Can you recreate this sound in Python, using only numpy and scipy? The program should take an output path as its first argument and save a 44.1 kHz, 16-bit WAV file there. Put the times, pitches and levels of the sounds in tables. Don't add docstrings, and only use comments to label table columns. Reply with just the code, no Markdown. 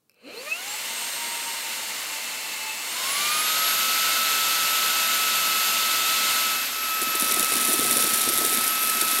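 import sys
import numpy as np
from scipy import signal
from scipy.fft import rfft, irfft, next_fast_len
from scipy.io import wavfile
from scipy.ndimage import uniform_filter1d

SR = 44100
rng = np.random.default_rng(int(sys.argv[2]) if len(sys.argv) > 2 else 0)


def to_wav(sig):
    pcm = np.clip(np.atleast_2d(sig), -1, 1) * 32767
    pcm = np.round(pcm).astype(np.int16)
    wavfile.write(sys.argv[1], SR, pcm.T)


N = 405719

# frequency_hz, relative_db
ROOM = [(24, -43), (40, -23), (145, 1), (382, -4), (1390, -15), (1920, -20), (2780, -18), (15000, -17)]
# start_s, level_db
SWITCH_CONTACTS = [(0.096, -47), (0.109, -63), (0.117, -58), (0.144, -57)]
# frequency_hz, gain_db, t60_s
SWITCH_RING = [(1600, -16, .02), (2450, -7, .02), (2620, -18, .12), (4700, -10, .012), (5250, -2, .01),
               (7700, -6, .005), (8700, -3, .005), (13000, -1, .008)]
# centre_hz, width_hz, relative_db
CASING_MODES = [(260, 120, -9), (506, 170, 2.5), (1340, 810, -11), (2390, 340, -5), (2640, 110, 1),
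                (2940, 310, -8), (4150, 300, -4), (4600, 300, -15), (8600, 300, -19)]
# time_s, speed_hz
SHAFT_SPIN_UP = [(0.15, 60), (0.25, 250), (0.4, 503), (0.47, 599), (0.53, 655), (0.66, 802), (0.78, 875),
                 (0.92, 917), (1.12, 938)]
# start_s, change_hz, lag_s, steepness
SHAFT_STEPS = [(1.242, -68, .72, 1.41), (2.803, 439.3, .375, 1.336), (4.25, -6.9, .45, 2),
               (6.25, -6.0, .75, 2)]
# frequency_hz, relative_db
LOW_AIR_SPECTRUM = [(40, -35), (80, -22.5), (150, -13.5), (230, -11.5), (400, -6.5), (800, 0.5),
                    (1400, 0.5), (2500, 0.5), (4200, -0.5), (6000, -2.5), (8200, -2.5), (10500, -6),
                    (13500, -6.5), (15600, -13.5)]
HIGH_AIR_SPECTRUM = [(40, -43), (80, -25), (150, -15.5), (230, -13.5), (400, -10.5), (800, -6), (1400, -3),
                     (2500, -2.5), (4200, 1), (6000, -5.5), (8200, -5.5), (10500, -9), (13500, -9),
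                     (15600, -15)]
TABLE_AIR_SPECTRUM = [(40, -42), (80, -19), (150, -22), (230, -3.5), (400, -7), (800, -4.5), (1400, 0.5),
                      (2500, 0), (4200, -0.5), (6000, -3.5), (8200, -4.5), (10500, -6.5), (13500, -8.5),
                      (15600, -12.5)]
# centre_hz, width_hz, low_setting_db, high_setting_db
AIR_PEAKS = [(228, 24, 8.5, 8), (285, 27, 5.5, 3), (656, 51, 0, 3.5), (756, 68, -4.5, -1),
             (1464, 118, -2, 7.5), (1780, 220, -2.5, -2), (2096, 290, 6, 4), (2600, 86, -6, -2),
             (2665, 61, 6, -2), (2834, 560, 5, 4.5), (3350, 110, -7.5, -2.5), (3425, 130, 4, 3),
             (3710, 45, 2, 10.5), (3746, 70, 0, -5.5), (4150, 300, 4, 1), (4480, 74, 7.5, 2),
             (4640, 71, -5, 0.5), (5200, 220, 1, 1.5), (6470, 300, 3, 5.5), (7250, 430, 5, 5),
             (8620, 340, 2.5, 4.5), (10000, 500, 3, 2.5), (11400, 270, 2.5, 5), (12640, 600, 3, 3.5),
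             (14100, 560, 3, 6.5)]
# time_s, colour_share, air_change_db
AIR_COLOUR_CHANGE = [(6.38, 0, 0), (6.78, 0.6, -6), (7.25, 0.9, -4), (9.2, 0.85, -4)]
# order, low_setting_db, high_setting_db, spin_up_db_per_octave, flutter_db, flutter_hz
ROTOR_HARMONICS = [(1, -59.5, -31.5, -1, 1.0, 24), (2, -54, -36.5, 4, 1.0, 9), (9, -51, -39, 40, 2.0, 18)]
# order, centre_hz, width_hz, peak_db
ROTOR_RESONANCES = [(1, 410, 90, -51), (1, 663, 90, -48.5), (1, 850, 12, -42), (1, 938, 33.7, -50),
                    (1, 994, 71, -45), (1, 1136, 47, -41), (1, 1236, 23, -37), (2, 490, 140, -46),
                    (2, 1215, 58, -42), (2, 1450, 70, -48), (2, 2400, 110, -42), (3, 1820, 99, -43),
                    (3, 2625, 68, -43.5), (4, 2420, 150, -45), (4, 2605, 82, -25), (4, 2800, 210, -39),
                    (5, 5400, 250, -42), (9, 4300, 490, -40.5), (9, 7520, 300, -38), (9, 8390, 330, -45),
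                    (9, 8750, 220, -44), (9, 10140, 430, -36), (9, 11170, 250, -35), (9, 11620, 170, -33.5)]
# order, centre_s, width_s, depth_share
HARMONIC_FADES = [(9, 2.4, 1.2, 0.5), (2, 3.6, .26, .8), (1, 6.675, 0.26, .92), (2, 6.7, 0.14, .85),
                  (9, 6.73, .15, 0.4), (9, 7.6, 1.5, 0.55), (1, 8.1, 2.2, 0.14), (2, 8.33, 1, 0.9)]
# time_s, level_db
WHIRL_ENVELOPE = [(6.98, -70), (7.17, -42), (7.24, -31), (7.41, -25.5), (7.48, -31), (7.55, -26),
                  (8.5, -26), (8.72, -31.5), (9.2, -28.5)]
# frequency_hz, relative_db, t60_s
BIN_MODES = [(2100, -12.5, 0.0041), (3670, -13.5, 0.0092), (4240, -13, 0.0043), (5650, -12.5, 0.0068),
             (7120, -12, 0.0044), (8430, -5, 0.0031), (8940, -4, 0.002), (9750, -1.5, .003),
             (10550, -1.5, 0.0018), (11600, -6.5, 0.0031), (12600, -6, 0.0022), (14000, -10, .002),
             (15200, -9, .002)]
# frequency_hz, relative_db
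RUMBLE_SPECTRUM = [(40, -44), (80, -22), (125, -6.5), (185, -16), (232, 3.5), (290, -3), (380, -0.5),
                   (520, -6.5), (730, -5), (870, -19), (2000, -40)]
# start_s, relative_db
HARD_KNOCKS = [(7.0165, -7), (7.0307, -9), (7.1524, -6), (7.198, -5), (7.2215, -6), (7.244, -2.5),
               (7.2776, -7), (7.314, -2), (7.3215, -1), (7.3404, -2.5), (7.3961, 2), (7.428, -2),
               (7.446, -5), (7.5219, 0.5), (7.5385, -1), (7.5543, -5), (7.5664, -6), (7.6, -4),
               (7.6123, -10), (7.6502, 0), (7.672, -7), (7.698, -8), (7.7315, -2), (7.7967, 1), (7.859, -6),
               (7.9118, -7), (7.9698, -1), (8.0073, -6), (8.0249, -5), (8.0403, -6), (8.139, -8),
               (8.2139, -5), (8.289, 1), (8.3368, -2), (8.3758, -5), (8.45, -1), (8.5345, -4), (8.5733, -2),
               (8.6103, -5), (8.6412, -4), (8.678, -4), (8.827, -6.5), (8.8733, -5), (8.8962, -3),
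               (9.0114, -4), (9.1134, -5.5), (9.1863, -5)]
# start_s, relative_db, pitch_hz
INTAKE_THUDS = [(7.018, -28, 325), (7.069, -32, 246), (7.148, -27.5, 336), (7.221, -26, 231),
                (7.308, -31, 382), (7.369, -29, 333), (7.399, -30, 230), (7.429, -32, 446),
                (7.517, -33, 396), (7.554, -27, 279), (7.69, -26.5, 241), (7.736, -25, 334),
                (7.791, -25.5, 257), (7.814, -29, 423), (7.846, -28, 336), (7.913, -35, 312),
                (7.964, -29, 455), (7.994, -27, 467), (8.029, -32, 272), (8.07, -32, 336),
                (8.129, -33, 232), (8.296, -32, 355), (8.383, -27, 334), (8.445, -27, 403),
                (8.522, -29.5, 243), (8.579, -31, 234), (9.02, -25, 323), (9.189, -30.5, 359)]

LOW_SPEED_HZ, HIGH_SPEED_HZ = 874, 1303
TIME_S = np.arange(N) / SR
BINS_HZ = np.maximum(np.arange(N // 2 + 1) * SR / N, 1)


def from_db(db):
    return 10 ** (np.asarray(db) / 20)


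def unit_power(x):
    return x / np.sqrt(np.mean(x ** 2) + 1e-20)


def in_time(rows):
    times, *columns = np.transpose(rows)
    return [np.interp(TIME_S, times, column) for column in columns]


def bell(x, centre, width):
    return 1 / (1 + (2 * (x - centre) / width) ** 2)


def spectrum_db(points):
    hz, db = np.transpose(points)
    return np.interp(np.log(BINS_HZ), np.log(hz), db)


def noise(gain):
    size = next_fast_len(N)
    gain = np.interp(np.arange(size // 2 + 1) * SR / size, BINS_HZ, gain)
    return unit_power(irfft(rfft(rng.standard_normal(size)) * gain, size)[:N])


def drift(rate_hz):
    return noise(bell(BINS_HZ, 0, 2 * rate_hz))


def impulses(hits):
    times, db, *_ = np.transpose(hits)
    out = np.zeros(N)
    out[np.round(times * SR).astype(int)] = from_db(db)
    return out


def ring(force, hz, t60_s):
    radius, angle = from_db(-60 / (t60_s * SR)), 2 * np.pi * hz / SR
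    return signal.lfilter([.5, 0, -.5], [1, -2 * radius * np.cos(angle), radius ** 2], force + 1e-18)


def room_noise(level_db=-73):
    return from_db(level_db) * noise(from_db(spectrum_db(ROOM)))


def switch_click():
    press = impulses(SWITCH_CONTACTS)
    return sum(from_db(db) * ring(press, hz, t60_s) for hz, db, t60_s in SWITCH_RING)


def casing_shudder(peak_s=.3, hold_s=0.044, peak_db=-41.5, tremble_db=-73,
                   attack_db_per_s=192, release_db_per_s=49, judder_db=1.0):
    response = sum(from_db(db) * bell(BINS_HZ, hz, width) for hz, width, db in CASING_MODES)
    t = TIME_S - peak_s
    attack_db = np.maximum(tremble_db, peak_db + attack_db_per_s * np.minimum(t, 0))
    release_db = release_db_per_s * np.maximum(t - hold_s, 0)
    switched_on = TIME_S > SWITCH_CONTACTS[0][0]
    return switched_on * from_db(attack_db - release_db + judder_db * drift(30)) * noise(response)


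def shaft_speed():
    speed = uniform_filter1d(in_time(SHAFT_SPIN_UP)[0], size=1300)
    for start_s, change_hz, lag_s, steepness in SHAFT_STEPS:
        elapsed = np.maximum(TIME_S - start_s, 0) / lag_s
        speed += change_hz * (1 - np.exp(-elapsed ** steepness))
    return speed


def high_share(speed):
    return np.clip((speed - LOW_SPEED_HZ) / (HIGH_SPEED_HZ - LOW_SPEED_HZ), 0, 1)


def rushing_air(speed, base_db=-25, db_per_octave=13.5,
                low_db=1.06, high_db=1.72, table_db=1.5, gust_db=0.32):
    low_peaks = sum(db * bell(BINS_HZ, hz, width) for hz, width, db, _ in AIR_PEAKS)
    high_peaks = sum(db * bell(BINS_HZ, hz, width) for hz, width, _, db in AIR_PEAKS)
    low_air = from_db(low_db) * noise(from_db(spectrum_db(LOW_AIR_SPECTRUM) + low_peaks))
    high_air = from_db(high_db) * noise(from_db(spectrum_db(HIGH_AIR_SPECTRUM) + high_peaks))
    table_air = from_db(table_db) * noise(from_db(spectrum_db(TABLE_AIR_SPECTRUM) + 0.036 * high_peaks))
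    high = high_share(speed)
    colour_share, change_db = in_time(AIR_COLOUR_CHANGE)
    free_air = np.sqrt(1 - high) * low_air + np.sqrt(high) * high_air
    rush = np.sqrt(1 - colour_share) * free_air + np.sqrt(colour_share) * table_air
    level_db = base_db + db_per_octave * np.log2(speed / HIGH_SPEED_HZ) + change_db
    flowing = np.interp(TIME_S, [.12, .36], [0, 1])
    return flowing * rush * from_db(level_db + gust_db * drift(7.7))


def rotor_whine(speed, wobble=0.0003, bean_wobble=.0004,
                waver_db=5.5, flare_flutter_db=2.5, bean_flutter_db=-0.5):
    high = high_share(speed)
    whirl_db, = in_time(WHIRL_ENVELOPE)
    bean_activity = from_db(whirl_db - whirl_db.max())
    speed = speed * (1 + (wobble + bean_wobble * bean_activity) * drift(7.4))
    angle = 2 * np.pi * np.cumsum(speed) / SR
    spin_up_octaves = np.minimum(np.log2(speed / LOW_SPEED_HZ), 0)
    gains = {}
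    for order, low_db, high_db, db_per_octave, flutter_db, flutter_hz in ROTOR_HARMONICS:
        steady = from_db(low_db) + (from_db(high_db) - from_db(low_db)) * high ** 2
        gains[order] = steady * from_db(db_per_octave * spin_up_octaves + flutter_db * drift(flutter_hz))
    flicker_db = (flare_flutter_db + bean_flutter_db * bean_activity) * drift(25)
    for order, hz, width, db in ROTOR_RESONANCES:
        flare = from_db(db + flicker_db) * bell(order * speed, hz, width)
        gains[order] = gains.get(order, 0) + flare
    gains[1] *= from_db(waver_db * (1 - high) * drift(9.9))
    for order, centre_s, width_s, depth in HARMONIC_FADES:
        gains[order] *= 1 - depth * bell(TIME_S, centre_s, width_s) ** 2
    turning = np.interp(TIME_S, [.21, .29], [0, 1])
    return np.sqrt(2) * turning * sum(gain * np.sin(order * angle) for order, gain in gains.items())


def bin_ring(touches):
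    return sum(from_db(db) * ring(touches * rng.standard_normal(N), hz, t60) for hz, db, t60 in BIN_MODES)


def agitation(hits, decay_s):
    return signal.lfilter([1], [1, -np.exp(-1 / (decay_s * SR))], impulses(hits) + 1e-18)


def bean_rattle(hits, touches_per_s=1100, clump_db=2.5, size_db=0.5, stir_db=-18.0, stir_s=0.0083):
    whirl_db, = in_time(WHIRL_ENVELOPE)
    touching = rng.random(N) < touches_per_s * from_db(clump_db * drift(30)) / SR
    sizes = from_db(size_db * np.minimum(rng.exponential(1, N), 2))
    envelope = np.hypot(from_db(whirl_db), from_db(stir_db) * agitation(hits, stir_s))
    return envelope * unit_power(bin_ring(touching * sizes))


def bean_rumble(tumble_db=-39.5, whirl_exponent=1.56, lumpy_db=3.0, stir_db=-8.5, stir_s=0.025):
    whirl_db, = in_time(WHIRL_ENVELOPE)
    rumble = noise(from_db(spectrum_db(RUMBLE_SPECTRUM))) * from_db(lumpy_db * drift(24))
    tumbling = from_db(tumble_db + whirl_exponent * (whirl_db - whirl_db.max()))
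    stirred = from_db(stir_db) * uniform_filter1d(agitation(INTAKE_THUDS, stir_s), size=200)
    return rumble * np.hypot(tumbling, stirred)


def light_knocks(per_s=18, above_whirl_db=18, spread_db=3):
    whirl_db, = in_time(WHIRL_ENVELOPE)
    hit = (rng.random(N) < per_s / SR) & (TIME_S > WHIRL_ENVELOPE[0][0])
    db = whirl_db + above_whirl_db + spread_db * rng.standard_normal(N)
    return list(zip(TIME_S[hit], db[hit]))


def bean_knocks(hits, gain_db=-6.0, contact_s=.00009, crack_hz=10700, spread_octaves=0.092,
                clack_db=-15.0, clack_hz=3700, clack_t60_s=.004, skid_db=-8.5, skid_s=0.00087):
    impacts, skids = np.zeros((2, N + SR))
    t = np.arange(SR // 100) / SR
    contact = t / contact_s * np.exp(1 - t / contact_s)
    clack = from_db(clack_db - 60 * t / clack_t60_s) * np.sin(2 * np.pi * clack_hz * t)
    pitches = crack_hz * 2 ** (spread_octaves * rng.standard_normal(size=500))
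    for (start_s, db), hz in zip(hits, pitches):
        at = round(start_s * SR)
        crack = contact * np.sin(2 * np.pi * hz * t)
        impacts[at:at + len(t)] += from_db(db + gain_db) * (crack + clack)
        skids[at:at + len(t)] += from_db(db + skid_db) * np.exp(-t / skid_s)
    steady_scrape = np.std(bin_ring(np.ones(N)))
    return impacts[:N] + bin_ring(skids[:N]) / (2 * steady_scrape)


def intake_thuds(gain_db=0.5, swell_s=0.0045, sag=0.26, sag_s=0.011,
                 tap_db=-1.0, tap_hz=680, tap_t60_s=0.017):
    out = np.zeros(N + SR)
    t = np.arange(SR // 20) / SR
    envelope = (t / swell_s * np.exp(1 - t / swell_s)) ** 2
    glide = 1 + sag * (2 * np.exp(-t / sag_s) - 1)
    tap = from_db(tap_db - 60 * t / tap_t60_s) * np.sin(2 * np.pi * tap_hz * t)
    tap *= np.minimum(t * tap_hz, 1)
    for start_s, db, hz in INTAKE_THUDS:
        at = round(start_s * SR)
        pulse = envelope * np.sin(2 * np.pi * np.cumsum(hz * glide) / SR)
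        out[at:at + len(t)] += from_db(db + gain_db) * (pulse + tap)
    return out[:N]


def scene(body_cutoff_hz=85):
    speed = shaft_speed()
    hits = [*HARD_KNOCKS, *light_knocks()]
    beans_in_bin = TIME_S > WHIRL_ENVELOPE[0][0]
    vibration = switch_click() + casing_shudder() + bean_knocks(hits) + intake_thuds()
    vibration += beans_in_bin * (bean_rattle(hits) + bean_rumble())
    radiated = signal.sosfilt(signal.butter(2, body_cutoff_hz, "high", fs=SR, output="sos"), vibration)
    return np.tile(rotor_whine(speed) + rushing_air(speed) + radiated + room_noise(), (2, 1))


def record(dry, ceiling=0.68, cutoff_hz=15750):
    rounded = ceiling * np.tanh(dry / ceiling)
    return signal.sosfilt(signal.ellip(12, .1, 90, cutoff_hz, fs=SR, output="sos"), rounded)


dry = scene()
out = record(dry)
to_wav(out)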